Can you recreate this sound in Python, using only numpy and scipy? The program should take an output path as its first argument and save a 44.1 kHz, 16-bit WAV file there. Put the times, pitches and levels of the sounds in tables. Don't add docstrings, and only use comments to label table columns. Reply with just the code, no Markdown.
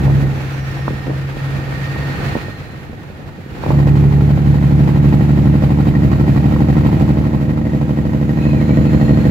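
import sys
import numpy as np
from scipy import signal
from scipy.fft import irfft, next_fast_len
from scipy.io import wavfile
from scipy.ndimage import uniform_filter1d

SR = 44100
rng = np.random.default_rng(int(sys.argv[2]) if len(sys.argv) > 2 else 0)


def wav_out(sig):
    wavfile.write(sys.argv[1], SR, np.round(np.clip(np.atleast_2d(sig).T, -1, 1) * 32767).astype(np.int16))


N = 410130
TIME = np.arange(N) / SR

# frequency in Hz, correlation between the ears.
EAR_CORRELATION = [(30, 1), (130, 0.72), (250, 0.72), (500, 0.73), (1000, -0.077), (3000, 0.055),
                   (12000, -0.065)]
# frequency in Hz, left minus right in dB.
EAR_BALANCE = [(30, 4), (130, -2.5), (500, -1.5), (1000, -3.5), (2000, -3), (12000, -0.5)]
# frequency in Hz, relative density in dB.
RUMBLE_SPECTRUM = [(25, -12), (50, -5), (90, 1.5), (145, 1), (240, -8.5), (310, -6.5), (420, -13.5),
                   (515, -11.5), (570, -20), (625, -17.5), (720, -18), (810, -14.5), (1100, -29.5),
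                   (1600, -32)]
CLATTER_SPECTRUM = [(500, -1), (850, -6.5), (1200, -1), (1600, -1), (2100, -3.5), (2550, -4.5),
                    (2850, -8.5), (3100, -10.5), (3800, -12), (4300, -12.5), (5200, -19), (7300, -27),
                    (8500, -28)]
HISS_SPECTRUM = [(6000, 2), (7300, 2.5), (8600, -10), (10000, -4.5), (11700, 0.5), (13500, -4),
                 (18000, -2.5)]
RASP_SPECTRUM = [(150, -11), (300, 0.5), (420, 4.5), (520, 0), (660, 2), (830, -4), (1200, -23),
                 (1900, -36), (3000, -34.5), (6000, -33)]
# time in seconds, four-stroke cycles per second.
CYCLE_RATE = [(0, 11.5), (.3, 11.45), (.55, 11.27), (1.7, 11.43), (2.3, 11.65), (3.55, 11.63),
              (3.75, 11.845), (5.25, 12.055), (7.75, 12.51), (8.25, 12.515), (9.3, 12.465)]
# time in seconds, effort in dB (used relative to its median).
ENGINE_EFFORT = [(0.0, -49), (.26, -52.5), (.42, -56), (1.11, -58), (2.2, -53.5), (2.33, -49.5),
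                 (2.52, -59.5), (2.8, -65), (3.47, -66), (3.61, -58), (3.71, -52), (3.83, -54.5),
                 (4.35, -55), (5.15, -54), (5.98, -55), (6.95, -54), (7.43, -59), (8.18, -59),
                 (8.57, -55.5), (8.96, -53.5), (9.3, -54)]
# time in seconds, frequency in Hz, level in dB.
GEAR_WHINE = [(0, 1830, -45), (.55, 1815, -45), (.75, 1840, -40), (1.1, 1840, -42), (1.6, 1842, -38.5),
              (2.1, 1850, -34), (2.35, 1852, -37.5), (2.65, 1850, -45), (2.85, 1848, -51), (3.6, 1850, -53),
              (4.5, 1850, -60)]
# time in seconds, level in dB.
TURBO_LEVEL = [(0, -66), (.4, -58), (.65, -51), (.95, -57), (1.2, -60), (1.7, -58), (2.12, -48.5),
               (2.7, -55), (2.9, -70), (4, -72), (6.9, -69), (7.5, -70), (9.3, -64)]
# start and end in seconds, first and last pitch and width in Hz, level in dB.
WHISTLE_GLIDES = [(.4, 1.2, 11000, 9800, 200, -69), (8.18, 9.3, 6780, 7080, 380, -61),
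                  (8.7, 9.3, 6950, 7150, 400, -55), (8.66, 8.74, 2250, 2330, 60, -41),
                  (8.82, 8.88, 2500, 2540, 70, -39), (8.33, 8.8, 4080, 4110, 70, -52),
                  (8.78, 9.3, 4160, 4240, 80, -48.5)]
# time in seconds, frequency in Hz, level in dB.
SQUEAL_PATH = [(8.35, 2490, -43), (8.46, 2530, -38.5), (8.56, 2490, -40.5), (8.63, 2170, -43)]
# start in seconds, peak of the exciting crack in dB, its cutoff in Hz.
POP_CRACKS = [(0.066, -17, 700), (0.079, -16, 800), (0.099, -16, 800), (0.234, -19, 750), (0.378, -23, 800),
              (0.880, -9, 1300), (0.906, -18, 500), (0.932, -21, 450), (1.069, -20, 750), (1.080, -18, 500),
              (1.096, -17, 550), (1.103, -19, 750), (1.113, -21, 900), (1.368, -19.5, 700),
              (2.098, -20, 450), (2.353, -11.5, 850), (2.365, -14, 550), (2.483, -20, 800),
              (2.735, -27, 600), (2.895, -28, 450), (2.93, -28, 700), (3.101, -29, 700), (3.192, -30, 600),
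              (3.386, -28, 500), (3.461, -28, 450), (3.579, -27, 800), (3.612, -25, 600),
              (3.637, -14.5, 1000), (3.663, -11.5, 900), (3.681, -17, 750), (3.705, -7, 900),
              (3.714, -15, 1000), (3.746, -16, 700), (6.562, -18, 1200), (7.338, -19, 900),
              (8.999, -17, 850)]
# frequency in Hz, width in Hz, boost in dB.
BODY_MODES = [(109, 60, 7), (215, 79, 15), (315, 67, 5), (425, 92, 10.5), (510, 21, 4), (607, 35, 7.5),
              (800, 90, 3), (1270, 71, 1)]
# frequency in Hz, width in Hz, relative level in dB.
FITTING_MODES = [(1890, 95, 0), (2020, 130, -6)]
# time in seconds, level in dB.
FITTING_LEVEL = [(0, -41), (3.7, -37), (4.2, -42.5), (5, -43), (6, -40.5), (7, -41), (7.6, -44.5),
                 (8.5, -43), (9.1, -36.5), (9.3, -38)]
# start and end in seconds, multiple of the cycle rate, dB at median effort.
PANEL_TONES = [(3.85, 4.25, 34, -30.5), (7.2, 11, 40, -38), (7.446, 9.299, 18, -28)]
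# frequency in Hz, width in Hz, relative level in dB, build-up in seconds.
PANEL_MODES = [(809, 40, 3.5, 0.001), (1075, 78, -2, .0013), (1350, 90, -2, 0.0017),
               (2415, 310, -5.5, 0.0055), (3134, 110, -12.5, 0.0036), (3800, 72, -15, .005),
               (4630, 700, -12.5, 0.0054), (7500, 270, -21.5, .007), (12100, 710, -17.5, .007)]
# lateness as a share of the firing interval, relative level in dB,
# nominal blow-down time in seconds, relative rasp in dB.
CYLINDERS = [(-.02, 1.8, .00056, 2.5), (.007, 1.5, .00068, 1.5), (.091, -11, .00105, -16),
             (-.027, -1.6, .00092, -4), (-.053, -7.5, .00075, -16), (.007, -4.3, .0013, -3.5)]
# frequency in Hz, width in Hz, boost in dB.
PIPE_MODES = [(63.8, 14.1, 24), (105.5, 4.4, 17.5), (135.7, 7.9, 4.5), (139, 30.3, 20), (147.75, 9.5, -9),
              (185.6, 3.2, -8), (194.7, 169, 14.5), (246.9, 5.3, -26), (293.5, 174, 11), (371, 53, -2.5),
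              (425, 28, 6.5), (439.2, 9, 6), (495, 20, 4), (580, 55, 0), (632, 17, 11.5), (815, 64, -4.5)]
# time in seconds, sharpness (divides the blow-down times),
# unevenness (scales the cylinders' relative levels), rasp in dB.
BRAKE_BITE = [(0, 0.82, 0.57, -43), (3.7, 1.27, 0.1, -19.5), (4.1, 0.6, 0.34, -24.5), (5, 1.06, 0.52, -23),
              (6.3, 1.04, 1.06, -20), (7.8, 1.63, 0.83, -22.5), (8.9, 1.65, 0.88, -26.5)]
BRAKE_SPELLS = [(-1, .24), (3.64, 9.3)]
BRAKE_SPELL_DB = [-16, -11]

BRAKE_ATTACK_S, BRAKE_RELEASE_S = .14, .19
PULL_ON_S, PULL_OFF_S, PULL_ATTACK_S = .33, 2.33, .089
WHISTLE_FADE_S = .06


def from_db(db):
    return np.exp(np.asarray(db) * (np.log(10) / 20))


def rms_one(x):
    return x / np.sqrt(np.mean(x ** 2) + 1e-20)


def in_time(rows):
    times, *columns = np.transpose(rows)
    return [np.interp(TIME, times, column) for column in columns]


def at_hz(points, hz):
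    known_hz, value = np.transpose(points)
    return np.interp(np.log(hz), np.log(known_hz), value)


def spell(on, off, attack_s, release_s):
    return np.clip((TIME - on) / attack_s, 0, 1) * np.clip(1 - (TIME - off) / release_s, 0, 1)


def puff(age, rise_s):
    return age / rise_s * np.exp(1 - age / rise_s)


def swell(clicks, rise_s):
    pole = np.exp(-1 / (rise_s * SR))
    return signal.lfilter([np.e * (1 - pole)], [1, -2 * pole, pole * pole], clicks + 1e-18)


def butter(x, hz, kind, order=2):
    return signal.sosfilt(signal.butter(order, hz, kind, fs=SR, output="sos"), x + 1e-18)


def resonate(x, modes):
    for hz, width_hz, boost_db in modes:
        gain, half = from_db(boost_db / 2), np.pi * width_hz / SR
        tuning = -2 * np.cos(2 * np.pi * hz / SR)
        zeros = [1 + half * gain, tuning, 1 - half * gain]
        poles = [1 + half / gain, tuning, 1 - half / gain]
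        x = signal.lfilter(zeros, poles, x)
    return x


def drift(rate_hz, step=40, settle=2000):
    pole = np.exp(-2 * np.pi * step * rate_hz / SR)
    noise = rng.standard_normal(N // step + settle + 2)
    slow = signal.lfilter([1], [1, -2 * pole, pole * pole], noise)[settle:]
    return np.interp(np.arange(N) / step, np.arange(len(slow)), rms_one(slow))


def pan(db):
    return from_db(np.array([[1], [-1]]) * db / 2)


def left_late(x, lag_s, echo_s=.017, echo_db=-17):
    echo = from_db(echo_db) * np.interp(TIME - echo_s, TIME, x)
    return np.array([np.interp(TIME - lag_s, TIME, x) + echo, x - echo])


def cab(x, wet_db, t60=0.032, low_hz=470):
    t = TIME[:SR // 6]
    tail = rng.standard_normal((2, len(t))) * from_db(-60 * t / t60)
    tail = butter(tail / np.sqrt(np.sum(tail[0] ** 2)), low_hz, "high", order=4)
    return x + from_db(wet_db) * signal.fftconvolve(np.atleast_2d(x), tail, axes=1)[:, :N]


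def noise_field(spectrum):
    size = next_fast_len(N, real=True)
    hz = np.maximum(np.arange(size // 2 + 1) * SR / size, 1)
    low, high = spectrum[0][0], spectrum[-1][0]
    gain = from_db(at_hz(spectrum, hz)) / np.sqrt((1 + (low / hz) ** 8) * (1 + (hz / high) ** 8))
    mid, side = rng.standard_normal((2, 2 * len(hz))).view(complex)
    alike = np.clip(at_hz(EAR_CORRELATION, hz), -1, 1)
    pair = np.sqrt(1 + alike) * mid + np.sqrt(1 - alike) * side * np.array([[1], [-1]])
    out = irfft(gain * pair * pan(at_hz(EAR_BALANCE, hz)), size)[:, :N]
    return out / np.std(out.mean(axis=0))


def narrow_band(hz, width_hz, steady=0):
    phase = 2 * np.pi * np.cumsum(hz) / SR
    cos, sin = np.cos(phase), np.sin(phase)
    ears = [(steady + drift(width_hz)) * a + drift(width_hz) * b for a, b in ((cos, sin), (sin, cos))]
    return np.array(ears) / np.sqrt(1 + steady ** 2 / 2)


def crank(zero_s=6.1155):
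    cycles = np.cumsum(in_time(CYCLE_RATE)[0]) / SR
    return cycles - np.interp(zero_s, TIME, cycles)


def valve_timing(cycles, jitter_s=0.00016):
    count = len(CYLINDERS)
    turn = np.arange(np.ceil(cycles[0] * count), cycles[-1] * count).astype(int)
    lateness = np.array(CYLINDERS)[turn % count, 0]
    opens_s = np.interp((turn + lateness) / count, cycles, TIME)
    opens_s = np.sort(opens_s + jitter_s * rng.standard_normal(len(turn)))
    serial = np.maximum(np.searchsorted(opens_s, TIME) - 1, 0)
    return np.maximum(TIME - opens_s[serial], 0), turn[serial] % count, serial


def openings(age):
    return 1.0 * (np.diff(age, prepend=0) < 0)


def scatter(serial, spread_db):
    return spread_db * rng.standard_normal(serial[-1] + 1)[serial]


def road(effort_db, braking, knocks_per_s=11):
    knocks = (rng.random(N) < knocks_per_s / SR) * from_db(rng.normal(0, 1.4, N))
    shake = signal.fftconvolve(knocks, puff(TIME[:SR // 20], rise_s=0.0022))[:N]
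    rattle = shake * rms_one(butter(rng.standard_normal((2, N)), [280, 1000], "band"))
    rumble = from_db(1.2 * drift(3.4)) * noise_field(RUMBLE_SPECTRUM)
    level = from_db(-25 + 0.7 * effort_db + 2 * braking)
    return level * (rumble + from_db(-3 - 6 * braking) * rattle)


def engine_bay(effort_db, braking, age, cylinder, serial, depth=0.11, surge_db=1.1, burning_db=1):
    strength = from_db(np.array(CYLINDERS)[cylinder, -1] + scatter(serial, spread_db=3))
    knocks = swell(rms_one(strength) * openings(age), rise_s=0.005)
    beat = rms_one(1 + depth * knocks) * from_db(surge_db * drift(17))
    fuel_cut_db = -4 * braking
    clatter = from_db(-36 + 0.88 * effort_db + fuel_cut_db) * noise_field(CLATTER_SPECTRUM)
    hiss = from_db(-54 + 0.71 * effort_db) * noise_field(HISS_SPECTRUM)
    pulling = spell(PULL_ON_S, PULL_OFF_S, PULL_ATTACK_S, release_s=0.025)
    return from_db(burning_db * pulling) * beat * (clatter + hiss)


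def gear_whine():
    hz, level_db = in_time(GEAR_WHINE)
    return from_db(level_db) * narrow_band(hz, width_hz=32, steady=1.25) * pan(-4.5)


def turbo(top_hz=6300, idle_hz=3400, run_down_s=1.7, rise_hz_per_s=660):
    released_s = np.maximum(TIME - BRAKE_SPELLS[0][1], 0)
    braked_s = np.maximum(TIME - BRAKE_SPELLS[1][0], 0)
    hz = idle_hz + (top_hz - idle_hz) * np.exp(-released_s / run_down_s) + rise_hz_per_s * braked_s
    level_db, = in_time(TURBO_LEVEL)
    return from_db(level_db) * narrow_band(hz, width_hz=60)


def whistles(flutter_db=1.5, wander=.002):
    out = 0
    for start, end, first_hz, last_hz, width_hz, level_db in WHISTLE_GLIDES:
        hz = np.interp(TIME, [start, end], [first_hz, last_hz]) * (1 + wander * drift(9.7))
        gate = spell(start, end, WHISTLE_FADE_S, WHISTLE_FADE_S)
        out += gate * from_db(level_db + flutter_db * drift(3.1)) * narrow_band(hz, width_hz)
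    return out


def squeal(waver=.008):
    hz, level_db = in_time(SQUEAL_PATH)
    gate = spell(SQUEAL_PATH[0][0], SQUEAL_PATH[-1][0], WHISTLE_FADE_S, WHISTLE_FADE_S)
    return gate * from_db(level_db) * narrow_band(hz * (1 + waver * drift(25)), width_hz=75, steady=1)


def pops():
    cracks, click = np.zeros(N), signal.unit_impulse(SR // 100)
    for start_s, peak_db, top_hz in POP_CRACKS:
        crack, at = butter(click, top_hz, "low", order=6), int(start_s * SR)
        cracks[at:at + len(crack)] += from_db(peak_db) * crack / crack.max()
    ringing = resonate(butter(cracks, 110, "high"), BODY_MODES)
    return cab(ringing, wet_db=0) * pan(-2.5)


def loose_fitting(age, cylinder, serial, scatter_db=3.5, right_lag_s=.00012):
    taps = openings(age) * from_db(.75 * np.array(CYLINDERS)[cylinder, -1])
    out, count = 0, serial[-1] + 1
    for hz, width, db in FITTING_MODES:
        chance_db = scatter_db * (rng.standard_normal(count) + .5 * rng.standard_normal((2, count)))
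        pings = butter(taps * from_db(chance_db)[:, serial], [hz - width / 2, hz + width / 2], "band")
        out += from_db(db) * rms_one(pings)
    level_db, = in_time(FITTING_LEVEL)
    ears = np.array([out[0], np.interp(TIME - right_lag_s, TIME, out[1])])
    return from_db(level_db) * ears * pan(-1)


def singing_panels(cycles, effort_db, fade_s=0.1, wander_rad=0.65):
    out = 0
    for start, end, multiple, level_db in PANEL_TONES:
        level = spell(start, end, fade_s, fade_s) * from_db(level_db + effort_db - 0.5 * drift(11))
        out += level * np.sin(2 * np.pi * multiple * cycles + wander_rad * drift(1.2))
    return out * pan(-2.5)


def exhaust_drone(cycles, effort_db, braking, pull_db=-19.5, coast_db=-33.5):
    firing_phase = 2 * np.pi * len(CYLINDERS) * cycles
    tone = np.sin(2 * firing_phase + 0.15 * drift(3.6)) + from_db(-13) * np.sin(firing_phase)
    pulling = spell(PULL_ON_S, PULL_OFF_S, PULL_ATTACK_S, release_s=0.053)
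    coasting = (1 - pulling) * (1 - braking)
    level = pulling * from_db(pull_db) + coasting * from_db(coast_db)
    return level * from_db(0.27 * effort_db - 1.9 * drift(7.3)) * tone * pan(0.66)


def panel_buzz(blows):
    noise, out = rng.standard_normal((2, N)), 0
    for k, (hz, width, db, rise_s) in enumerate(PANEL_MODES):
        ringing = butter(noise * swell(blows, rise_s), [hz - width / 2, hz + width / 2], "band", order=1)
        out += (-1) ** k * from_db(db) * rms_one(ringing)
    return out * pan(-1.1)


def valve_cracks(age, force):
    front = butter(force * puff(age, rise_s=0.00013), [370, 1050], "band", order=3)
    return rms_one(cab(left_late(front, lag_s=0.00033), wet_db=-5, t60=0.027)) * pan(-1.4)


def exhaust_boom(pulses):
    boom = resonate(butter(pulses, 58, "high", order=4), PIPE_MODES)
    boom = boom / np.sqrt(uniform_filter1d(boom ** 2, SR // 2))
    return cab(left_late(boom, lag_s=0.00032), wet_db=3.5) * pan(-0.11)


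def engine_brake(effort_db, age, cylinder, serial, grab_db=2, settle_s=1.73):
    level = grab = 0
    for (on, off), spell_db in zip(BRAKE_SPELLS, BRAKE_SPELL_DB):
        level += spell(on, off, BRAKE_ATTACK_S, BRAKE_RELEASE_S) * from_db(spell_db + 0.97 * effort_db)
        grab += (TIME > on) * np.exp(-np.abs(TIME - on) / settle_s)
    sharpness, unevenness, rasp_db = in_time(BRAKE_BITE)
    _, own_db, blow_s, own_rasp_db = np.array(CYLINDERS)[cylinder].T
    pulse_db = own_db * unevenness + scatter(serial, spread_db=1.25)
    boom = exhaust_boom(puff(age, blow_s / sharpness) * from_db(pulse_db))
    force = from_db(own_rasp_db + scatter(serial, spread_db=2))
    rasp = rms_one(force * puff(age, rise_s=0.0017) + .06) * noise_field(RASP_SPECTRUM)
    buzz = panel_buzz(force * openings(age))
    bark = from_db(-2.5) * rasp + from_db(-9.5) * buzz + from_db(-1.5) * valve_cracks(age, force)
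    return level * (from_db(grab_db * grab) * boom + from_db(rasp_db) * bark)


def scene():
    cycles = crank()
    valves = valve_timing(cycles)
    effort_db, = in_time(ENGINE_EFFORT)
    effort_db -= np.median(effort_db)
    braking = sum(spell(on, off, BRAKE_ATTACK_S, BRAKE_RELEASE_S) for on, off in BRAKE_SPELLS)
    brake = engine_brake(effort_db, *valves)
    tones = singing_panels(cycles, effort_db) + exhaust_drone(cycles, effort_db, braking)
    machinery = engine_bay(effort_db, braking, *valves) + gear_whine()
    machinery += braking * loose_fitting(*valves) + turbo()
    return brake + tones + machinery + road(effort_db, braking) + whistles() + squeal() + pops()


def record(dry, stopband_hz=16550):
    rounded = dry / (1 + dry ** 4) ** .25
    return signal.sosfilt(signal.cheby2(16, 70, stopband_hz, fs=SR, output="sos"), rounded)


dry = scene()
out = record(dry)
wav_out(out)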